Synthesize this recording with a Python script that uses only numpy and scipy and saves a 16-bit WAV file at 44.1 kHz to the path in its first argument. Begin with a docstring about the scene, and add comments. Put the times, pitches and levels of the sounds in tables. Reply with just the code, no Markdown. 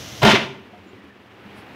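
"""A pressure cooker vents: one short, loud steam whoosh rings the pot as the lid jumps free with a thump.
Before it, steam hisses past the seal. After it, the gas burner is heard, with soft handle bumps and
faint spits, and the open pot seethes up. Steam and flame are shaped noise, the pot is a resonator bank,
blows and bubbles are damped tones. Whoosh and blows reverberate in a small tiled kitchen."""
import sys
import numpy as np
from scipy import signal
from scipy.fft import rfft, irfft
from scipy.io import wavfile
from scipy.ndimage import uniform_filter1d, minimum_filter1d

SR = 44100
rng = np.random.default_rng(int(sys.argv[2]) if len(sys.argv) > 2 else 0)


def unload_audio(sound):
    """Save the sound as a 16-bit wav file, at the path given as the first command line argument."""
    columns = np.transpose(np.atleast_2d(sound))
    # keep every value between -1 and 1, then stretch to whole-number steps
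    steps = np.round(np.clip(columns, -1, 1) * 32767)
    wavfile.write(sys.argv[1], SR, steps.astype(np.int16))


N = 77175
T = np.arange(N) / SR

# Kitchen reverberation: f/Hz, T60/s
KITCHEN_T60 = [(100, 0.59), (300, 0.59), (1000, 0.44), (2500, 0.45), (5000, 0.41), (12000, 0.41)]
# Flame spectrum: f/Hz, relative density/dB
BURNER_SPECTRUM = [(25, -42), (60, -15), (88, 2.5), (120, -1), (150, -14.5), (198, 4), (250, -2.5),
                   (390, -2.5), (600, -8), (900, -9), (1700, -11.5), (2900, -13.5), (4000, -23.5),
                   (6200, -33), (8500, -40.5), (15500, -41)]
# Flame envelope: t/s, level/dB
BURNER_LEVEL = [(0, -43.5), (.7, -47), (1.0, -47), (1.3, -48), (1.75, -46.5)]
# Seething spectrum: f/Hz, relative density/dB
SEETHE_SPECTRUM = [(25, -40), (50, -16), (115, -3), (155, -9.5), (205, -2), (280, -5), (600, -9.5),
                   (820, -6), (1160, -12), (2400, -11.5), (4000, -23.5), (6500, -38), (10000, -42),
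                   (15500, -40)]
# Seething envelope: t/s, level/dB
SEETHE_LEVEL = [(1.33, -67), (1.41, -50.5), (1.47, -46.5), (1.6, -46.5), (1.75, -44.5)]
# Handle bumps: t/s, level/dB, f/Hz, decay/s
HANDLE_BUMPS = [(.724, -42, 202, .022), (.733, -41, 717.5, 0.022), (0.861, -39.5, 332, 0.0086),
                (0.929, -42.5, 108, 0.011), (.93, -40, 381, 0.013), (.98, -44, 200, 0.027),
                (1.039, -41, 285, 0.011), (1.451, -40, 205, 0.054), (1.62, -49, 277, .012)]
# Spits and squeaks: t/s, level/dB, f/Hz, width sigma/Hz, length sigma/s
RIM_SPITS = [(.238, -37, 15200, 600, .003), (.238, -38, 12500, 550, .003), (.888, -67, 7100, 250, .016),
             (1.005, -55, 1885, 90, .025), (1.115, -53, 1790, 60, .011), (1.586, -62, 9800, 2200, .02),
             (1.58, -61, 4200, 1200, .035)]
# Seal hiss spectrum: f/Hz, relative density/dB
LEAK_SPECTRUM = [(25, -36), (60, -15.5), (100, -4.5), (128, 7.5), (165, -20), (270, -8.5), (420, -17.5),
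                 (700, -16), (1000, -20.5), (2500, -18.5), (3150, -15), (4460, -20), (6000, -15.5),
                 (8500, -34), (12000, -30.5), (15500, -37)]
# Lid thrown by pressure: t/s, level/dB, f/Hz, decay/s
LID_JOLTS = [(.225, -9.5, 134.7, 0.016), (.254, -8.5, 211.9, 0.016), (0.326, -21, 129.2, 0.025),
             (.33, -13, 388.1, 0.015)]
# Lid against rim: t/s, level/dB, f/Hz, decay/s
LID_CLANKS = [(.230, -9.5, 677, 0.0053), (.2495, -10.5, 644, 0.015), (.278, -15, 893.8, 0.037),
              (.347, -17.5, 2067, 0.021)]
# Modes of pot, lid and enclosed air: f/Hz, width/Hz, gain/dB
POT_MODES = [(200.5, 21, -17), (393.7, 15, -10.5), (640, 21, -11), (697, 12, -26), (889, 32, -13),
             (969, 15, -16), (1300, 23, -44), (1391, 18, -14), (1800, 13, -24), (2070, 15, -23),
             (2395, 18, -60), (2840, 18, -18.5), (3109, 9.2, -17.5), (3921, 9.5, -23.5)]
# Flow through the gap: t/s, relative level/dB
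GAP_FLOW = [(.216, -33), (.222, -18.5), (.229, -16.5), (.233, -3), (.239, -13.5), (.246, -30), (.251, -5),
            (.27, -11.5), (.298, -13), (.315, -15.5), (.338, -24), (.353, -18.5), (.368, -24.5),
            (.40, -36.5), (.44, -36), (.47, -54)]
# Jet spectrum before the shelves: f/Hz, relative density/dB
JET_SPECTRUM = [(25, -40), (45, -27), (80, -17), (130, -14), (170, 1.5), (280, -2), (480, -6), (650, -4),
                (1000, -3.5), (1200, -7), (1900, -7.5), (3100, -6.5), (3900, -12.5), (4400, -16.5),
                (6200, -22.5), (8000, -36.5), (10500, -43.5), (13000, -54), (15500, -58)]
# Jet treble shelf: t/s, gain/dB
JET_TREBLE = [(.23, -1.5), (.29, 3), (.36, 8.5)]
# Jet finest-hiss shelf: t/s, gain/dB
JET_TOP = [(.225, -13), (.25, -4.5), (.295, 7), (.33, 2), (.37, -17)]


def amp(db):
    """dB to gain."""
    return 10 ** (np.asarray(db) / 20)


def unit(x):
    """Scale to rms 1."""
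    return x / np.sqrt(np.mean(x ** 2) + 1e-20)


def curve(points):
    """(t/s, value) table at every sample."""
    return np.interp(T, *np.transpose(points))


def at_hz(points, hz):
    """(f/Hz, value) table on a log axis."""
    f, value = np.transpose(points)
    return np.interp(np.log(hz + 1), np.log(f + 1), value)


def shaped(gain):
    """White noise weighted by gain(f/Hz), rms 1."""
    return unit(irfft(rfft(rng.standard_normal(N)) * gain(np.fft.rfftfreq(N, 1 / SR)), N))


def noise(spectrum):
    """Noise from a spectrum table, rms 1."""
    return shaped(lambda f: amp(at_hz(spectrum, f)))


def wander(rate_hz):
    """Random drift up to rate_hz, rms 1."""
    return shaped(lambda f: 1 / (1 + (f / rate_hz) ** 4))


def band(hz, sigma_hz):
    """Gaussian noise band, rms 1."""
    return shaped(lambda f: np.exp(-.5 * ((f - hz) / sigma_hz) ** 2))


def shelf(x, points, corner_hz):
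    """High shelf following a (t/s, gain/dB) table."""
    low = signal.sosfiltfilt(signal.butter(2, corner_hz, fs=SR, output="sos"), x)
    return low + (x - low) * amp(curve(points))


def resonate(x, hz, width_hz):
    """One resonance; preserves white-noise power."""
    r = np.exp(-np.pi * width_hz / SR)
    zeros = np.sqrt((1 - r * r) / 2) * np.array([1, 0, -1])
    return signal.lfilter(zeros, [1, -2 * r * np.cos(2 * np.pi * hz / SR), r * r], x)


def blow(start_s, db, hz, decay_s, rise_s, rough):
    """Impact: one partly noisy ring that swells and dies."""
    t = np.maximum(T - start_s, 0)
    envelope = (1 - np.exp(-t / rise_s)) ** 2 * np.exp(-t / decay_s)
    ring = np.sin(2 * np.pi * hz * t) + rough * band(hz, hz / 2)
    return amp(db) * envelope / (envelope.max() + 1e-12) * ring


def kitchen(x, delay_s=.006):
    """Tiled-wall reflections, each band decaying at its own rate."""
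    hz, t, bands = signal.stft(rng.standard_normal(SR), SR, nperseg=256)
    decay = amp(-60 * t / at_hz(KITCHEN_T60, hz)[:, None])
    tail = signal.istft(bands * decay, SR)[1]
    tail *= np.arange(len(tail)) / SR > delay_s
    return signal.fftconvolve(x, tail / np.linalg.norm(tail))[:N]


def burner(flicker_db=.8):
    """Gas flame: steady roar, slight flicker."""
    return noise(BURNER_SPECTRUM) * amp(curve(BURNER_LEVEL) + flicker_db * wander(rate_hz=25))


def bubbles(rate_per_s=130, low_hz=193, high_hz=1290, pitches=16, decay_cycles=2.2):
    """Bubbles bursting at random, each a short damped tone."""
    t, out = T[:SR // 10], np.zeros(N)
    for hz in np.geomspace(low_hz, high_hz, pitches):
        pops = (rng.random(N) < rate_per_s / pitches / SR) * rng.uniform(.36, 1, N)
        plop = np.sin(2 * np.pi * hz * t) * (1 - np.exp(-hz * t)) * np.exp(-hz * t / decay_cycles)
        out += signal.fftconvolve(pops, plop)[:N]
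    return unit(out)


def open_pot(bubble_re_seethe_db=-9.5, flicker_db=.83):
    """The uncovered pot seethes and bubbles up."""
    boil = noise(SEETHE_SPECTRUM) + amp(bubble_re_seethe_db) * bubbles()
    return boil * amp(curve(SEETHE_LEVEL) + flicker_db * wander(rate_hz=110))


def handles():
    """Soft bumps of the handles."""
    return sum(blow(*row, rise_s=.00091, rough=.29) for row in HANDLE_BUMPS)


def spit(at_s, db, hz, sigma_hz, sigma_s):
    """Brief narrow hiss, likely water and steam on the hot rim."""
    return amp(db) * band(hz, sigma_hz) * np.exp(-.5 * ((T - at_s) / sigma_s) ** 2)


def seal_leak(level_db=-37, flicker_db=.35, hold_s=.32, decay_s=.02):
    """Steam hisses past the seal until the pressure is gone."""
    fade = np.exp(-np.maximum(T - hold_s, 0) / decay_s)
    return noise(LEAK_SPECTRUM) * fade * amp(level_db + flicker_db * wander(rate_hz=39))


def lid():
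    """Pressure throws the lid; it clatters against the rim."""
    jolts = sum(blow(*row, rise_s=.0061, rough=.29) for row in LID_JOLTS)
    clanks = sum(blow(*row, rise_s=.00077, rough=.55) for row in LID_CLANKS)
    return jolts + clanks


def pot_ring(flow):
    """Flow noise drives the modes of pot, lid and enclosed air."""
    drive = flow * rng.standard_normal(N)
    return sum(amp(db) * resonate(drive, hz, width_hz) for hz, width_hz, db in POT_MODES)


def whoosh(jet_gain_db=-2, flutter_db=1.5):
    """Fluttering steam jet, brighter as the gap opens. Returns jet, pot ring."""
    venting = (T > GAP_FLOW[0][0]) & (T < GAP_FLOW[-1][0])
    flow = amp(curve(GAP_FLOW) + flutter_db * wander(rate_hz=220)) * venting
    jet = shelf(noise(JET_SPECTRUM), JET_TREBLE, corner_hz=1390)
    jet = shelf(jet, JET_TOP, corner_hz=7800)
    return amp(jet_gain_db) * flow * jet, pot_ring(flow)


def scene(jet_send_db=-8.5, pot_send_db=-9.5):
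    """Mono mix; jet, ring and blows feed the room."""
    jet, ring = whoosh()
    pot = ring + lid() + handles()
    spits = sum(spit(*row) for row in RIM_SPITS)
    room = kitchen(amp(jet_send_db) * jet + amp(pot_send_db) * pot)
    return (jet + pot + spits + room + seal_leak() + burner() + open_pot())[None]


def record(dry):
    """Low cut, fast peak limiter, band limit."""
    low_cut_hz, high_cut_hz = 40, 15730
    ceiling, window_s = .84, .0049
    x = signal.sosfilt(signal.butter(3, low_cut_hz, "high", fs=SR, output="sos"), dry[0])
    size = int(window_s * SR)
    gain = np.minimum(1, ceiling / (abs(x) + 1e-9))
    gain = uniform_filter1d(minimum_filter1d(gain, size), size)
    lowpass = signal.firwin(511, high_cut_hz, window=("kaiser", 9), fs=SR)
    return signal.oaconvolve(x * gain, lowpass, "same")[None]


dry = scene()
out = record(dry)
unload_audio(out)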